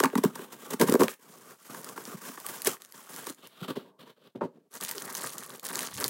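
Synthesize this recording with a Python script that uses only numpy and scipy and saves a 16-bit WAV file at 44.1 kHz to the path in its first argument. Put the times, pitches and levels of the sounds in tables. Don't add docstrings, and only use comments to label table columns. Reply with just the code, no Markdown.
import sys
import numpy as np
from scipy import signal
from scipy.fft import rfft, irfft, next_fast_len
from scipy.io import wavfile

SR = 44100
rng = np.random.default_rng(int(sys.argv[2]) if len(sys.argv) > 2 else 0)


def output_pcm(signal):
    pcm = np.clip(np.atleast_2d(signal).T, -1, 1) * 32767
    wavfile.write(sys.argv[1], SR, np.round(pcm).astype(np.int16))


N = 268569


def from_db(db):
    return 10 ** (np.asarray(db) / 20)


def rms_one(x):
    return x / np.sqrt(np.mean(x ** 2) + 1e-20)


def in_time(rows):
    s, *columns = np.transpose(rows)
    return [np.interp(np.arange(N) / SR, s, column) for column in columns]


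def drift(rate):
    r = np.exp(-2 * np.pi * rate / SR)
    noise = rng.standard_normal(N + SR)
    slow = signal.lfilter([1], [1, -2 * r, r * r], noise)
    return rms_one(slow[SR:])


def grains(per_s, spread_db):
    sizes = from_db(spread_db * np.minimum(rng.exponential(1, N), 4))
    signs = rng.choice([-1, 1], N)
    return sizes * signs * (rng.random(N) < per_s / SR)


def resonance(x, hz, width_hz):
    r = np.exp(-np.pi * width_hz / SR)
    poles = [1, -2 * r * np.cos(2 * np.pi * hz / SR), r * r]
    return signal.lfilter([(1 - r * r) / 2, 0, (r * r - 1) / 2], poles, x + 1e-18)


def body(x, modes, spread_db=0, favoured_hz=None, wander_db=0):
    hz, width_hz, db = np.transpose(modes)
    db = db + spread_db * rng.normal(0, 1, len(modes))
    if favoured_hz:
        db = db - 14 * np.abs(np.log2(hz / favoured_hz))
    if wander_db:
        db = [level + wander_db * drift(26) for level in db]
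    return sum((-1) ** k * from_db(db[k]) * resonance(x, hz[k], width_hz[k]) for k in range(len(modes)))


# f/Hz, bandwidth/Hz, level/dB
PANEL_MODES = [(128, 66, -6.5), (164, 79, -1.5), (238, 72, 0.5), (294.7, 93, -1), (394, 92, -2),
               (463, 56, -1.5), (566, 94, -6.5)]
CAVITY_MODES = [(624, 37, -11), (836, 190, -6.5), (1050, 355, -1), (1158, 230, 0.5), (1550, 298, -10),
                (1750, 840, -20)]

# f/Hz, level/dB (per Hz)
RUSTLE_SPECTRUM = [(1100, -40.5), (1800, 2), (2450, -6), (3000, -4.5), (4700, -4), (10000, -1.5),
                   (15000, -6), (16500, -0.5)]


def bright(x):
    hz, db = np.transpose(RUSTLE_SPECTRUM)
    size = next_fast_len(len(x))
    log_hz = np.log(np.arange(size // 2 + 1) * SR / size + 1)
    gain = from_db(np.interp(log_hz, np.log(hz), db))
    return irfft(rfft(x, size) * gain, size)[:len(x)]


def far(x):
    far_hz, width_hz = 3100, 2200
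    papery = resonance(resonance(x, far_hz, width_hz), far_hz, width_hz)
    return papery + 0.075 * x


def add(out, s, peak_db, sound):
    i = max(round(s * SR), 0)
    sound = sound[:N - i]
    out[i:i + len(sound)] += from_db(peak_db) * sound / np.abs(sound).max()


ROOM_T60_S, ROOM_DB = 0.17, -12.5


def room(x):
    t = np.arange(SR // 3) / SR
    decay = from_db(-60 * t / ROOM_T60_S)
    tail = rng.standard_normal(len(t)) * decay * (t > .003)
    return signal.fftconvolve(x, tail / np.sqrt(np.sum(tail ** 2)))[:N]


def hiss():
    return from_db(-84.5) * rng.standard_normal(N)


RUMBLE_S, RUMBLE_DB = 5.9, -31.5


def rumble():
    swell = np.clip((np.arange(N) / SR - RUMBLE_S) / 0.019, 0, 1)
    return from_db(RUMBLE_DB) * swell * drift(30)


SQUEAK_S, SQUEAK_LENGTH_S = 4.948, .045
SQUEAK_HZ, SQUEAK_DB = 423, -42


def squeak():
    out, t = np.zeros(N), np.arange(round(SQUEAK_LENGTH_S * SR)) / SR
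    unsteady_time = np.cumsum(1 + 0.063 * drift(57)[:len(t)]) / SR
    tone = np.sin(2 * np.pi * SQUEAK_HZ * unsteady_time)
    envelope = np.sin(np.pi * t / SQUEAK_LENGTH_S) ** 0.19
    add(out, SQUEAK_S, SQUEAK_DB, tone * envelope)
    return out


# t/s, panel peak level/dB, cavity peak level/dB, favoured panel f/Hz, shudder decay/s
LAYING_DOWN_KNOCKS = [(3.614, -29, -55, 180, 0.01), (3.645, -37, -40, 248, 0.015),
                      (3.681, -33, -48, 302, 0.015), (3.703, -24, -53, 347, 0.0038),
                      (3.769, -21, -45, 403, 0.0027), (3.846, -49.5, -52.5, 407, 0.072),
                      (4.35, -31, -46, 291, 0.021), (4.41, -19, -24, 575, 0.016)]


def knocks():
    out, t = np.zeros(N), np.arange(SR // 5) / SR
    for s, panel_db, cavity_db, panel_hz, length in LAYING_DOWN_KNOCKS:
        envelope = np.exp(-t / 0.00021) + 0.32 * np.exp(-t / max(length, .001))
        shudder = rng.standard_normal((2, len(t))) * envelope
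        dull = signal.lfilter([1], [1, -1.8, .81], shudder)
        cavity = body(dull[0], CAVITY_MODES, spread_db=3.0, favoured_hz=787)
        favoured_panel = body(dull[1], PANEL_MODES, spread_db=3.5, favoured_hz=panel_hz)
        add(out, s, cavity_db, cavity)
        add(out, s, panel_db, favoured_panel + 0.37 * body(dull[1], PANEL_MODES))
    return out


# t/s, length/s, rustle level/dB, swell by the end/dB, panel level over rustle/dB
MOVEMENTS = [(0.0, 1, -52.5, -8, 3.5), (0.348, 0.093, -59, 15.5, 1), (0.522, 0.013, -48, -4, -16),
             (0.59, 0.06, -52, 4.5, -5), (0.703, 0.036, -51, 8.5, 3.5), (0.801, 0.03, -37, 0, 9.5),
             (0.866, 0.085, -44.5, 2, 10.5), (0.997, 0.045, -34, 1, 9), (1.094, 0.047, -41, -14, -32),
             (1.195, 0.33, -59.5, 5.5, -2.5), (1.543, 0.14, -64.5, 14.5, -8.5), (1.7, 0.23, -46, -2, 0),
             (1.963, 0.18, -46.5, -4, -0.5), (2.171, 0.13, -55.5, 12.5, -6), (2.313, 0.42, -48, 5, -8),
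             (2.657, 0.091, -27, -19.5, -7.5), (2.801, 0.18, -56.5, -10, -4),
             (2.946, 0.15, -49.5, -9, -7.5), (3.094, .215, -52, 10, -5), (3.372, 0.088, -62.5, 11, -1),
             (3.496, 0.15, -66, 19, -3.5), (3.683, 0.026, -42, -1, 6.5), (3.759, 0.014, -47.5, 3, 2),
             (3.78, 0.11, -58.5, -5.5, 8), (3.994, 0.11, -57, -2, 4.5), (4.166, 0.11, -74.5, 14.5, 5.5),
             (4.36, 0.0092, -54.5, -12, 22), (4.415, 0.041, -62, -5, 29.5), (4.48, 0.19, -83, -13, 27),
             (4.711, 0.051, -61, 20, -5.5), (4.808, 0.12, -40, -3.5, -5.5), (4.951, 0.32, -45.5, 8.5, -7),
             (5.272, 0.31, -45, -7, -5), (5.632, 0.24, -40.5, 1.5, -7.5), (5.912, 0.054, -47, 9.5, -15.5),
             (5.981, .11, -34.5, -5, -4.5)]
# t/s, crack peak level/dB, cavity peak level/dB, panel peak level/dB, favoured panel f/Hz, crack length/s
FIBRE_SNAPS = [(0.0014, -10, -13.5, -15, 375, 0.0014), (0.029, -20, -24.5, -14, 350, 0.0026),
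               (0.0353, -12, -11.5, -23.5, 193, 0.0038), (0.0431, -19, -11.5, -19, 246, 0.0033),
               (0.0553, -17, -18, -18, 246, 0.002), (0.131, -45, -37, -24.5, 388, 0.001),
               (0.153, -20, -15, -14, 217, 0.0028), (0.175, -19, -24.5, -15.5, 218, 0.008),
               (0.2368, -13, -19, -13.5, 398, 0.0031), (0.2479, -18, -22, -12, 208, 0.0024),
               (0.3535, -27.5, -32, -38.5, 225, 0.0049), (0.3928, -41, -36, -31.5, 376, 0.0017),
               (0.7046, -20.5, -39, -52, 388, 0.0062), (0.7324, -19.5, -28, -21.5, 246, 0.0059),
               (0.7966, -17, -52.5, -24, 298, 0.0035), (0.803, -28, -34, -11, 330, 0.0039),
               (0.812, -10, -12, -13.5, 368, 0.0038), (0.8168, -24, -36, -14, 382, 0.0039),
               (0.8305, -25, -37, -17, 339, 0.0062), (0.8713, -21, -32.5, -36, 332, 0.0085),
               (0.8848, -17, -24, -16.5, 215, 0.001), (0.896, -13, -41, -20.5, 340, 0.0019),
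               (0.916, -24, -34, -11.5, 368, 0.0027), (0.923, -12.5, -30, -27.5, 382, 0.00096),
               (0.9397, -11, -18, -7.5, 322, 0.0005), (0.9522, -18, -20, -10.5, 360, 0.0018),
               (0.996, -29, -56.5, -15.5, 334, 0.00099), (1.0054, -18, -18, -10, 320, 0.0033),
               (1.0182, -15.5, -11.5, -9.5, 370, 0.00057), (1.0339, -12.5, -22.5, -20, 238, 0.0017),
               (1.0809, -21.5, -33, -32, 505, 0.0016), (1.707, -39, -53, -55, 198, 0.0023),
               (1.745, -33, -31.5, -57, 302, 0.0021), (1.977, -33, -27.5, -32.5, 340, 0.00093),
               (2.1403, -56, -65, -33.5, 164, 0.0027), (2.2903, -53, -40, -34, 258, 0.0014),
               (2.374, -40, -32.5, -43, 300, 0.0053), (2.6696, -7, -26.5, -18.5, 394, 0.0046),
               (3.267, -20.5, -29.5, -32, 330, 0.0036), (3.297, -47, -47, -31.5, 300, 0.0023)]
ATTACK_DB_PER_S, RELEASE_DB_PER_S = 2601.5, 647
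SNAP_FIZZ_DB = -30


def movements():
    t, power = np.arange(N) / SR, np.full((2, N), 1e-12)
    fizz = [(s, length, crack_db + SNAP_FIZZ_DB, 0, 0) for s, crack_db, *_, length in FIBRE_SNAPS]
    for s, length, db, swell_db, panel_db in MOVEMENTS + fizz:
        near = slice(max(round((s - .1) * SR), 0), round((s + length + .3) * SR))
        since = t[near] - s
        level = db + swell_db * np.clip(since / length, 0, 1)
        level += ATTACK_DB_PER_S * np.minimum(since, 0)
        level -= RELEASE_DB_PER_S * np.maximum(since - length, 0)
        power[:, near] += from_db([level, level + panel_db]) ** 2
    return 10 * np.log10(power)


def crackle():
    clicks = grains(900 * from_db(4.6 * drift(38)), spread_db=3.0)
    fade = np.exp(-1 / (0.00038 * SR))
    pitches = np.geomspace(1500, 15500, 12)
    dealt = rng.integers(0, 12, N)
    ragged = rng.standard_normal(N)
    flips = []
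    for k in range(12):
        envelope = signal.lfilter([1], [1, -fade], clicks * (dealt == k) + 1e-18)
        flips.append(np.roll(ragged, 997 * k) * envelope)
    facets = bright(sum(resonance(flip, hz, .5 * hz) for flip, hz in zip(flips, pitches)))
    folds = body(sum(flips[:3]), CAVITY_MODES)
    return rms_one(facets) + 0.33 * rms_one(folds)


# t/s, share of plastic crackle (0-1), share of dull card far from the microphone (0-1)
RUSTLING_MATERIAL = [(0, 0, 0.2), (1.2, 0, 0.05), (1.3, 0.3, 0.02), (2.5, 0.09, 0.03), (2.8, 0.4, 0.04),
                     (3.33, 0.43, 0.1), (3.42, 0, 0.75), (4.68, 0, .97), (4.71, 0.87, 0), (6.09, 1, 0)]
CAVITY_OVER_DB, CAVITY_FOLLOWS = -1, 0.34
PLASTIC_DAMPS_DB = -4


def handling():
    rustle_db, panel_db = movements()
    plastic, away = np.clip(in_time(RUSTLING_MATERIAL), 0, 1)
    cavity_db = rustle_db + CAVITY_OVER_DB + CAVITY_FOLLOWS * (panel_db - rustle_db)
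    cavity_db += PLASTIC_DAMPS_DB * plastic
    jerks = from_db(2.67 * drift(8.1) + 2.28 * drift(45))

    friction = bright(grains(11000, spread_db=2.5))
    shifting = sum(from_db(1.0 * drift(13.0)) * resonance(friction, hz, 0.46 * hz)
                   for hz in (2450, 5360, 7400, 12700, 15900))
    near_card = np.sqrt(1 - away) * rms_one(shifting)
    far_card = np.sqrt(away) * rms_one(far(friction))
    card = rms_one(jerks * (near_card + far_card))
    rustle = np.sqrt(1 - plastic) * card + np.sqrt(plastic) * crackle()

    cavity = rms_one(body(jerks * grains(5000, spread_db=1.5), CAVITY_MODES, wander_db=1.77))
    panel = rms_one(body(jerks * grains(1500, spread_db=3.5), PANEL_MODES))
    return from_db(rustle_db) * rustle + from_db(cavity_db) * cavity + from_db(panel_db) * panel


# t/s, peak level/dB, f/Hz (held to 15 kHz at most)
BAG_CREASES = [(1.8449, -19.5, 5200), (1.89, -25.5, 5350), (2.0535, -23, 5300), (2.4014, -24, 14300),
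               (2.4651, -15.5, 15200), (2.4877, -22, 10300), (2.6196, -16.5, 11000), (2.648, -15, 14900),
               (2.82, -30, 3800), (2.849, -30.5, 9100), (2.8592, -36.5, 6400), (2.9232, -30.5, 11800),
               (3.0671, -39, 6000), (3.1015, -44, 14600), (3.1627, -22, 9700), (3.192, -26, 11500),
               (3.243, -28, 6060), (3.298, -24, 5000), (3.347, -36, 11000), (3.472, -27.5, 11200),
               (4.74, -28, 11300), (4.7716, -27, 6300), (4.811, -19.5, 7200), (4.8372, -15, 12500),
               (4.8492, -14, 6650), (4.863, -28, 9000), (4.873, -37, 7400), (4.8923, -25, 6070),
               (4.9125, -16, 11100), (4.914, -25, 10800), (4.9815, -17.5, 7160), (5.022, -21, 7400),
               (5.053, -27, 7000), (5.127, -22, 10800), (5.1516, -15, 6300), (5.21, -37, 13000),
               (5.25, -39, 7540), (5.3474, -37, 6400), (5.3824, -19.5, 7400), (5.4354, -24, 6360),
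               (5.5965, -24, 10400), (5.6522, -17.5, 9630), (5.688, -20, 13400), (5.7563, -11.5, 5800),
               (5.7915, -13.5, 7700), (5.8071, -16, 11000), (6.0015, -13.5, 5150), (6.0092, -16, 10500),
               (6.042, -7, 4440), (6.0804, -9.5, 14800)]


def crinkles():
    out, t = np.zeros(N), np.arange(SR // 40) / SR
    for s, peak_db, hz in BAG_CREASES:
        noise = rng.standard_normal((2, len(t)))
        neighbours = 0.017 * noise[1] ** 3 * np.exp(-t / 0.011)
        flip = noise[0] * np.exp(-t / 0.00071) + neighbours
        facet = resonance(flip, min(hz, 15000), .5 * hz)
        add(out, s, peak_db, 0.91 * bright(flip) + 0.61 * facet)
    return out


STRIP_FREE_S, STRIP_FREE_DB, STRIP_HZ = 1.0828, -15.5, 1810


def strip_free():
    out, impulse = np.zeros(N), signal.unit_impulse(SR // 100)
    tick = resonance(resonance(impulse, STRIP_HZ, 2000), STRIP_HZ, 2000)
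    add(out, STRIP_FREE_S, STRIP_FREE_DB, tick)
    return out


PANEL_LAG_CYCLES = 0.56
PANEL_KICK = 14


def snaps():
    out, t = np.zeros(N), np.arange(SR // 10) / SR
    for s, crack_db, cavity_db, panel_db, panel_hz, length in FIBRE_SNAPS:
        length = max(length, .0005)
        noise = rng.standard_normal((3, len(t)))
        shape = t / length * np.exp(-2 * t / length)
        add(out, s, crack_db, bright(noise[0] * np.sqrt(np.abs(noise[0])) * shape))
        add(out, s, cavity_db, body(noise[1] * shape, CAVITY_MODES, favoured_hz=990))

        build = t / (length + PANEL_LAG_CYCLES / panel_hz)
        push = build ** 2 * np.exp(-3 * build ** 2)
        kick_size = PANEL_KICK * np.sqrt(np.sum(push ** 2) / 10)
        kick = kick_size * signal.unit_impulse(len(t), np.argmax(push))
        soft = resonance(noise[2] * push + kick, panel_hz, 1.5 * panel_hz)
        add(out, s, panel_db, body(soft, PANEL_MODES, spread_db=1.5, favoured_hz=panel_hz))
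    return out


def scene():
    near = snaps() + knocks() + crinkles() + handling() + squeak() + strip_free()
    return (near + from_db(ROOM_DB) * room(near) + rumble() + hiss())[None]


BASS_CUT_HZ, TOP_CUT_HZ = 105, 15900


def record(dry):
    bass_cut = signal.butter(6, BASS_CUT_HZ, "high", fs=SR, output="sos")
    top_cut = signal.ellip(10, .5, 60, TOP_CUT_HZ, fs=SR, output="sos")
    return signal.sosfilt(top_cut, signal.sosfilt(bass_cut, dry))


dry = scene()
out = record(dry)
output_pcm(out)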